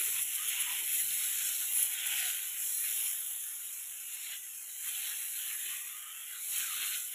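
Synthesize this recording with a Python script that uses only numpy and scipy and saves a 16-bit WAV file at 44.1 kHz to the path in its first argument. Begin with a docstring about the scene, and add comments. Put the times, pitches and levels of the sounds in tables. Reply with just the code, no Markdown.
"""A hand sprayer sweeps a jet of mist over leafy undergrowth, close to a small microphone.
The hiss is noise and thousands of tiny random clicks; it sinks and swells as the nozzle swings, and
flares into a sizzle when the jet brushes a near blade. Heavier drops patter on the leaves as filtered
clicks, and fat ones smack as short decaying tones. Single leaves drum: streams of clicks ring a gliding
resonance. Behind them lie the soft wash of spray on stems and ground, and a low rumble of moving air."""
import sys
import numpy as np
from scipy import signal
from scipy.fft import rfft, irfft
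from scipy.io import wavfile

SR = 44100
rng = np.random.default_rng(int(sys.argv[2]) if len(sys.argv) > 2 else 0)


def unload_wav(signal):
    """Save mono or channel-first audio to the path in sys.argv[1] as 16-bit WAV at rate SR, clipped to [-1, 1]."""
    wavfile.write(
        sys.argv[1],
        SR,
        np.round(np.clip(np.atleast_2d(signal).T, -1, 1) * 32767).astype(np.int16),
    )


N = 314874  # length in samples
WINDOW, HOP = 1024, 256  # samples in one slice of the time-varying filters, and from slice to slice
BINS = np.fft.rfftfreq(WINDOW, 1 / SR)  # pitches in Hz at which those filters are set
FRAMES = np.arange(N // HOP + 2) * HOP / SR  # moments in seconds at which they are set
TIME = np.arange(N) / SR  # seconds
EDGE_HZ = 15500  # nothing is heard above this
USUAL_MIST_DB, USUAL_LANDING_DB = -38, -48

# Fine spray, louder as the nozzle swings near. Each row: time in seconds, level in dB.
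MIST_LEVEL = [(0.0, -33), (0.38, -39.5), (0.86, -37.5), (1.0, -32), (1.08, -35.5), (1.82, -37),
              (1.98, -40.5), (2.17, -36.5), (2.3, -36), (2.4, -39), (2.56, -40.5), (2.64, -36),
              (3.08, -35.5), (3.18, -38.5), (3.9, -45), (4.35, -44), (4.42, -47), (4.78, -45),
              (4.88, -39.5), (5.72, -40.5), (6.06, -48.0), (6.36, -45.5), (6.54, -37), (6.72, -40),
              (6.94, -39), (7.13, -43.5)]
# Drops landing on leaves, louder where the jet meets more of them. Each row: time in seconds, level in dB.
LANDING_LEVEL = [(0, -43), (.14, -46.5), (.19, -41), (.27, -47.5), (.44, -44), (.6, -39.5), (.77, -42),
                 (.85, -46), (.99, -45), (1.06, -47), (1.35, -44.5), (1.5, -44.5), (1.65, -48.5),
                 (1.82, -44.5), (1.9, -48), (2.02, -41.5), (2.11, -40.5), (2.24, -39), (2.45, -48.5),
                 (2.66, -51), (2.75, -54), (2.82, -50), (2.89, -44), (2.97, -47), (3.06, -47), (3.2, -56),
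                 (3.55, -56), (3.9, -57.5), (4.08, -57.5), (4.14, -52), (4.19, -55), (4.34, -44.5),
                 (4.375, -52.5), (4.405, -58), (4.78, -58), (4.89, -46), (5.1, -46.5), (5.26, -52),
                 (5.49, -49), (5.57, -51.5), (5.65, -49), (5.74, -47), (5.82, -50.5), (6.05, -55),
                 (6.27, -53), (6.33, -52.5), (6.44, -56.5), (6.5, -54), (6.545, -45), (6.67, -44),
                 (6.76, -46), (6.83, -42), (6.9, -46), (6.95, -42.5), (6.99, -50.5), (7.07, -55.5),
                 (7.14, -50.5)]
# Tone colour of the fine spray. Each row: pitch in Hz, relative level in dB.
HISS_COLOUR = [(60, -56), (300, -48.5), (3500, -52), (5000, -24.5), (5400, -15), (6000, -14), (6550, -8.5),
               (7200, -5), (8600, -9), (9350, -15), (10000, -4), (10800, 1.5), (11400, -3.5), (12900, -4),
               (13900, -13), (14900, -7)]
# Tone colour of the drops on leaves. 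Each row: pitch in Hz, relative level in dB.
PATTER_COLOUR = [(60, -58), (250, -33), (650, -33), (1100, -31.5), (1230, -17.5), (1400, -7), (1700, -6.5),
                 (1930, -2), (3090, 2.5), (4140, -5), (4500, -17), (5850, -45), (9900, -120)]
# Tone colour of the wash on stems and ground. Each row: pitch in Hz, relative level in dB.
WASH_COLOUR = [(100, -28), (250, -6), (500, -4), (800, 3), (1200, 2), (2500, 6), (6000, -6.5)]
# Tone colour of the stirred air. Each row: pitch in Hz, relative level in dB.
RUMBLE_COLOUR = [(20, -18), (45, -8), (70, -3), (110, 0.5), (160, 1.5), (260, -4.5), (500, -4.5),
                 (2000, -51)]
# Lower half of the hiss, which turns with the nozzle's aim. Each row: time in seconds, change in dB.
LOWER_HISS = [(0, -1.5), (.6, 1.2), (1.0, -2.5), (1.1, 0), (1.3, -1), (1.47, 3), (1.7, -2), (2.15, 1.5),
              (2.5, -2.5), (2.64, 1), (3.0, -3), (3.88, 1), (4.7, 2.5), (5.15, -1), (5.73, -0.5), (6.0, 1),
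              (6.3, 0.5), (6.9, 1.5), (7.14, -1)]
# Treble of the patter, crisp on some leaves and dull on others. Each row: time in seconds, change in dB.
PATTER_TREBLE = [(0, 1), (.22, -4.5), (.68, -6.5), (1.12, 6), (1.3, 3.5), (1.55, 3), (1.82, 1), (2.03, -5),
                 (2.14, -5), (2.24, -.5), (2.4, 3), (2.6, -5), (2.78, 6), (2.95, -2.5), (3.25, -2),
                 (3.5, -9), (3.75, 3), (3.95, -4), (4.25, 5.5), (4.45, -6), (4.63, 4), (4.7, 8), (4.86, -2),
                 (4.96, 2.5), (5.3, 3), (5.7, 0), (6.05, -11), (6.22, -9), (6.35, 5), (6.5, 5), (6.58, 2),
                 (6.9, 4.5), (7.14, -3)]
# A narrow band of the patter drops out briefly. The row: middle in seconds, half length in seconds,
# centre in Hz, half width in Hz, depth in dB.
PATTER_DIP = (4.63, 0.06, 3600, 380, -24)
# The jet brushes a near blade. Each row: peak in seconds, rise in seconds, fall in seconds, level in dB.
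FLARES = [(.222, 0.026, 0.017, -33), (.356, 0.012, 0.012, -30.5), (.495, 0.022, 0.012, -30.5),
          (.62, 0.026, 0.0078, -29.5), (.94, 0.013, 0.013, -33), (1.79, 0.064, 0.082, -28.5),
          (1.831, 0.0032, 0.0027, -27), (1.941, .012, 0.0049, -33), (2.069, 0.0074, 0.0071, -28),
          (4.14, .012, 0.017, -41.5), (4.885, 0.011, 0.022, -36), (6.585, 0.0068, 0.0035, -29.5)]
# A fat drop smacks a near leaf. Each row: start in seconds, leaf pitch in Hz, peak level in dB.
SMACKS = [(1.108, 3700, -30), (1.467, 2800, -33), (1.786, 2920, -33), (2.227, 2640, -31),
          (2.301, 2970, -26), (2.392, 2730, -33), (3.004, 2940, -34), (3.834, 3180, -43),
          (5.392, 2910, -35), (5.511, 2700, -37), (5.696, 2700, -41)]
# One leaf drums under the jet. Each row: middle in seconds, half length in seconds, pitch in Hz,
# glide in octaves per second, width of the resonance in Hz, level in dB.
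DRUMMING_LEAVES = [(.008, 0.015, 396, -6, 70, -60.5), (0.084, 0.025, 413, -2, 70, -63.5),
                   (.17, 0.13, 145, -0.5, 50, -71), (.173, 0.054, 1030, 1.5, 100, -62.5),
                   (0.431, 0.059, 1250, 1.5, 130, -56), (.49, .03, 380, -4, 140, -72),
                   (0.598, 0.065, 1020, 4.5, 160, -59.5), (0.678, .05, 1250, -1, 110, -58),
                   (0.708, 0.045, 1016, 1.5, 90, -54), (0.737, 0.027, 800, 1, 90, -59),
                   (0.812, 0.038, 935, -1, 90, -62), (.83, 0.028, 382, 6, 110, -64.5),
                   (0.964, .045, 350, 8, 160, -71), (1.002, .025, 1950, -2, 300, -48),
                   (1.06, 0.13, 144, 0.5, 45, -71.5), (1.156, 0.025, 2050, -1, 180, -52),
                   (1.248, 0.052, 1510, 4.5, 200, -55), (1.437, 0.1, 1600, -1.5, 180, -53),
                   (1.787, 0.038, 263, -2, 113, -68.5), (1.818, 0.23, 930, -1, 305, -66.5),
                   (2.122, 0.087, 860, -0.5, 220, -60.5), (2.254, 0.045, 723, -1.5, 80, -56.5),
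                   (2.326, 0.025, 600, -3, 90, -67), (2.184, 0.24, 1506, 0, 130, -52),
                   (2.13, 0.14, 3200, -0.5, 380, -47.5), (3.2, 0.35, 3360, 0.1, 520, -55.5),
                   (3.695, 0.51, 1440, 0.5, 200, -74), (4.154, 0.25, 2750, 0, 300, -56),
                   (4.307, 0.036, 870, 2, 298, -67.5), (4.876, .025, 1160, 1, 150, -61.5),
                   (5.04, 0.14, 860, 1.5, 160, -70), (5.108, 0.04, 1600, 0, 320, -52),
                   (5.497, 0.063, 1290, -0.5, 200, -61.5), (5.6, 0.24, 1826, 0.5, 170, -53.5),
                   (5.46, 0.074, 3020, -1, 330, -49), (5.673, 0.093, 2980, 0, 380, -51.5),
                   (5.672, 0.037, 336, 1, 110, -70.5), (5.727, .033, 1180, 2.5, 120, -57.5),
                   (5.856, 0.017, 300, 12, 90, -76), (6.023, 0.25, 1242, 0.4, 102, -61.5),
                   (6.067, 0.018, 1280, 0.5, 110, -55.5), (6.13, 0.31, 3080, 0.5, 220, -57.5),
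                   (6.353, 0.05, 1450, -1.5, 200, -55), (6.626, 0.066, 1570, 1, 300, -50),
                   (6.714, 0.046, 1280, -2, 131, -51), (6.82, 0.063, 1420, -1.5, 240, -49),
                   (6.813, 0.044, 330, 7, 90, -70), (6.94, 0.073, 1510, -0.5, 170, -53)]
# The jet's air brushes the microphone. Each row: middle in seconds, half length in seconds, level in dB.
GUSTS = [(.125, .022, -71), (0.223, .03, -77), (.49, .025, -70), (0.627, 0.02, -74), (.756, .04, -75),
         (1.01, 0.03, -76), (1.08, .03, -80), (1.47, .04, -83), (1.77, .025, -74), (1.837, 0.023, -71),
         (6.594, 0.031, -70), (6.797, .03, -79)]
# A narrow gap in the sound, at times filled in. Each row: time in seconds, level in dB in its middle.
GAP_LEVEL = [(0, -54), (.6, -46), (1.8, -46), (2.06, -19), (2.13, 1), (2.33, 3), (2.46, -38), (3.4, -52),
             (3.75, -32), (4.0, -33), (4.27, -16), (4.45, -52), (6.4, -50), (6.8, -47), (7.14, -50)]

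# How parts follow the jet. Each row: dB at the usual levels, dB per dB of mist, dB per dB of landing drops.
# Strength of single leaf resonances in the patter:
RESONANCE_DEPTH = (2.94, 0, -0.16)
# Low edge of the hiss:
LOW_EDGE = (-.3, 0.041, 0.2)
# Top of the hiss:
TOP_FIZZ = (-1.2, .15, -0.025)
# Low part of the patter, from broad leaves:
BROAD_LEAVES = (-1.1, -0.11, -0.27)
# Level of the wash:
WASH_LEVEL = (-74, 0.62, 0.11)
# Level of the stirred air:
AIR_LEVEL = (-83, 0.36, .05)
# Width of the gap:
GAP_WIDTH = (-0.53, 0.04, -0.19)


def mist(drops):
    """Countless fine droplets hiss, with the spatter of heavier ones; the jet sputters and its colour turns."""
    aim = follow(LOWER_HISS, FRAMES) + .5 * sway(per_s=30)
    lower = np.interp(BINS, [9000, 9900], [1, 0])[:, None] * aim
    top = np.interp(BINS, [13100, 14000], [0, 1])[:, None] * with_jet(TOP_FIZZ, FRAMES)
    edge = np.interp(BINS, [6000, 6700], [1, 0])[:, None] * with_jet(LOW_EDGE, FRAMES)
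    # echoes off the nearest leaves ripple the lower hiss most
    ripple_db = np.interp(BINS, [5500, 8000], [2.4, 1])[:, None]
    ripple = ripple_db * patches(width_hz=330, length_s=.16)
    sputter = gain_of(0.49 * wander(per_s=150) + 0.31 * wander(per_s=27))
    droplets = impacts(per_s=8000, spread_db=2.0, blur=1.6)
    spray = evened(droplets + 1.19 * drops) * sputter
    hiss = colour(spray, read(HISS_COLOUR) + lower + edge + top + ripple, (9800, 13300))
    return hiss * gain_of(follow(MIST_LEVEL, TIME))


def flares():
    """The jet shatters on a near blade in a brief, ragged sizzle, made of noise sharper than the hiss."""
    level = np.zeros(N)
    for peak_s, rise_s, fall_s, db in FLARES:
        slope_s = np.where(TIME < peak_s, rise_s, fall_s)
        level += gain_of(db) * np.exp(-abs((TIME - peak_s) / slope_s) ** 3)
    sharper = read([(5000, 4.5), (8000, 3.6), (10700, 12.1), (12500, 6.7), (15000, 9.1)])  # (Hz, dB)
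    sizzle = colour(rng.standard_normal(N), read(HISS_COLOUR) + sharper, (5000, EDGE_HZ))
    ragged = gain_of(1.2 * wander(per_s=350))
    return level * evened(sizzle * ragged)


def patter(drops):
    """Heavier drops tick on many leaves, whose short resonances shift as the jet sweeps on."""
    broad_db = with_jet(BROAD_LEAVES, FRAMES) + 0.7 * sway(per_s=26)
    broad = np.interp(BINS, [1550, 2000], [1, 0])[:, None] * broad_db
    treble = np.interp(BINS, [3500, 3900], [0, 1])[:, None] * follow(PATTER_TREBLE, FRAMES)
    # the fewer leaves the jet meets, the more their single resonances stand out
    depth_db = np.clip(with_jet(RESONANCE_DEPTH, FRAMES), 1.5, 4)
    resonances = depth_db * patches(width_hz=170, length_s=.1)
    field = read(PATTER_COLOUR) + broad + treble + resonances + patter_dip()
    ticks = colour(drops, field, (1800, 3600))
    return ticks * gain_of(follow(LANDING_LEVEL, TIME) + .7 * wander(per_s=30))


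def patter_dip():
    """One narrow band of the patter fades out and back within a moment, as dB over pitch and time."""
    middle_s, half_s, centre_hz, half_hz, db = PATTER_DIP
    in_time = ((FRAMES - middle_s) / half_s) ** 2
    in_pitch = ((BINS[:, None] - centre_hz) / half_hz) ** 2
    return db * np.exp(-in_time - in_pitch)


def smacks(peak_after_s=0.00033):
    """Each fat drop gives one sharp tick, which the wet leaf damps within a few cycles."""
    t, out = np.arange(0, .01, 1 / SR), np.zeros(N)
    swell_and_fade = t / peak_after_s * np.exp(1 - t / peak_after_s)  # reaches one, then dies away
    for start_s, hz, db in SMACKS:
        tick = np.sin(2 * np.pi * hz * t) * swell_and_fade
        out[round(start_s * SR):][:len(t)] += gain_of(db) * tick
    return out


def drumming():
    """A leaf struck by a stream of drops rings at its own pitch, which slides as it bends, until the jet moves off."""
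    drops, out = impacts(per_s=870, spread_db=2.0, blur=0.93), np.zeros(N)
    for middle_s, half_s, hz, glide, width_hz, db in DRUMMING_LEAVES:
        near = abs(TIME - middle_s) < 3 * half_s
        t = TIME[near] - middle_s
        stream = np.roll(drops, rng.integers(N))[near]  # other drops for each leaf
        swell = np.exp(-(t / half_s) ** 2)
        out[near] += gain_of(db) * swell * ring(stream, hz * 2 ** (glide * t), width_hz)
    return out


def wash():
    """The soft push of the spray on stems and ground: blurred impacts with a shifting colour."""
    field = read(WASH_COLOUR) + 2.2 * patches(width_hz=260, length_s=.14)
    rush = colour(impacts(per_s=1500, spread_db=2.5, blur=.8), field, (350, 900))
    return rush * gain_of(with_jet(WASH_LEVEL, TIME))


def rumble():
    """Air dragged along by the jet buffets the microphone faintly, with a few gusts: low, unsteady noise."""
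    hz, db = np.transpose(RUMBLE_COLOUR)
    pitches = np.fft.rfftfreq(N, 1 / SR)
    shape = gain_of(np.interp(np.log(pitches + 1), np.log(hz), db))
    air = evened(irfft(rfft(rng.standard_normal(N)) * shape, N))
    level = gain_of(with_jet(AIR_LEVEL, TIME))
    for middle_s, half_s, gust_db in GUSTS:
        level += gain_of(gust_db) * np.exp(-((TIME - middle_s) / half_s) ** 2)
    return air * level * gain_of(2.3 * wander(per_s=8.4))


def impacts(per_s, spread_db, blur):
    """Droplets strike at random, a few much harder than most, over a blur of tiny ones."""
    size = gain_of(spread_db * np.minimum(rng.exponential(1, N), 4))
    struck = rng.random(N) < per_s / SR
    hits = size * struck * rng.choice([-1, 1], N)
    return evened(evened(hits) + blur * rng.standard_normal(N))


def ring(x, hz, width_hz):
    """A damped resonance with steep skirts, whose pitch follows a curve."""
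    turn = np.exp(2j * np.pi * np.cumsum(hz) / SR)
    r = np.exp(-np.pi * 2 * width_hz / SR)
    x = x / turn  # shift the leaf's pitch down to zero, smooth there, and shift back
    for _ in range(3):
        x = signal.lfilter([1 - r], [1, -r], x)
    return evened((x * turn).real)


def patches(width_hz, length_s):
    """Smooth chance over pitch and time: ever different leaves lie in the jet."""
    field = np.fft.rfft2(rng.standard_normal((640, 1280)))  # larger than needed, then cut
    across = np.fft.fftfreq(len(field), BINS[1])[:, None] * width_hz
    along = np.linspace(0, .5 / FRAMES[1], field.shape[1]) * length_s
    smooth = np.fft.irfft2(field * np.exp(-across ** 2 - along ** 2))
    return evened(smooth[:len(BINS), :len(FRAMES)])


def wander(per_s):
    """Smooth chance of rms one, with few changes faster than the given rate."""
    keep = np.exp(-(np.fft.rfftfreq(N, 1 / SR) / per_s) ** 2)
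    return evened(irfft(rfft(rng.standard_normal(N)) * keep, N))


def sway(per_s):
    """Smooth random change at every frame."""
    return np.interp(FRAMES, TIME, wander(per_s))


def follow(curve, times):
    """A curve at the given times, with straight lines between its points."""
    return np.interp(times, *np.transpose(curve))


def with_jet(rule, times):
    """The dB of a part that follows the mist and the landing drops, each by its own amount."""
    db, per_mist, per_landing = rule
    more_mist = follow(MIST_LEVEL, times) - USUAL_MIST_DB
    more_landing = follow(LANDING_LEVEL, times) - USUAL_LANDING_DB
    return db + per_mist * more_mist + per_landing * more_landing


def gain_of(db):
    """Decibels to amplitude."""
    return 10 ** (np.asarray(db) / 20)


def evened(x):
    """Scales to an rms (average strength) of one."""
    return x / np.sqrt(np.mean(x ** 2) + 1e-20)


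def read(points):
    """A tone colour in dB at every bin, joined on a log-frequency axis."""
    hz, db = np.transpose(points)
    return np.interp(np.log(BINS + 1), np.log(hz + 1), db)[:, None]


def colour(x, db, band):
    """Filters by dB over pitch and time, scaled so that white noise of rms one has unit power in the band (Hz)."""
    gain = gain_of(db)
    inside = (BINS > band[0]) & (BINS < band[1])
    power = (gain[inside] ** 2).sum(0) / len(BINS)
    return reshape(x, gain / np.sqrt(power))


def reshape(x, gain):
    """Filters by a gain that changes over pitch and time."""
    z = signal.stft(x, nperseg=WINDOW, noverlap=WINDOW - HOP)[2][..., :len(FRAMES)]
    return signal.istft(z * gain, nperseg=WINDOW, noverlap=WINDOW - HOP)[1][..., :N]


def scene():
    """All the sounds of the spray, in open air; the same heavy drops both tick and spatter."""
    drops = impacts(per_s=2600, spread_db=1.04, blur=0.54) * gain_of(.5 * wander(per_s=9.9))
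    near = mist(drops) + flares() + patter(drops) + smacks() + drumming()
    return (near + wash() + rumble())[None]


def narrow_gap(x, start_hz, climb_hz_per_s, drift_hz, usual_width_hz):
    """A narrow band near 4.8 kHz is missing; the gap creeps upward, wavers, and widens when few drops land."""
    centre = start_hz + climb_hz_per_s * FRAMES + drift_hz * sway(per_s=13)
    waver = np.exp(.17 * sway(per_s=16) + .12 * sway(per_s=45))
    half_width = usual_width_hz * waver * gain_of(with_jet(GAP_WIDTH, FRAMES))
    skirt = abs((BINS[:, None] - centre) / half_width) ** 11  # small inside the gap, huge outside
    floor = gain_of(follow(GAP_LEVEL, FRAMES)) ** 2
    return reshape(x, np.sqrt((floor + skirt) / (1 + skirt)))


def record(dry):
    """The narrow gap, then a steep filter that removes the highest treble."""
    heard = narrow_gap(dry, start_hz=4795, climb_hz_per_s=7.0, drift_hz=41.3, usual_width_hz=325)
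    band_limit = signal.firwin(1201, EDGE_HZ, window=("kaiser", 9), fs=SR)
    return signal.oaconvolve(heard, band_limit[None], "same")


dry = scene()
out = record(dry)
unload_wav(out)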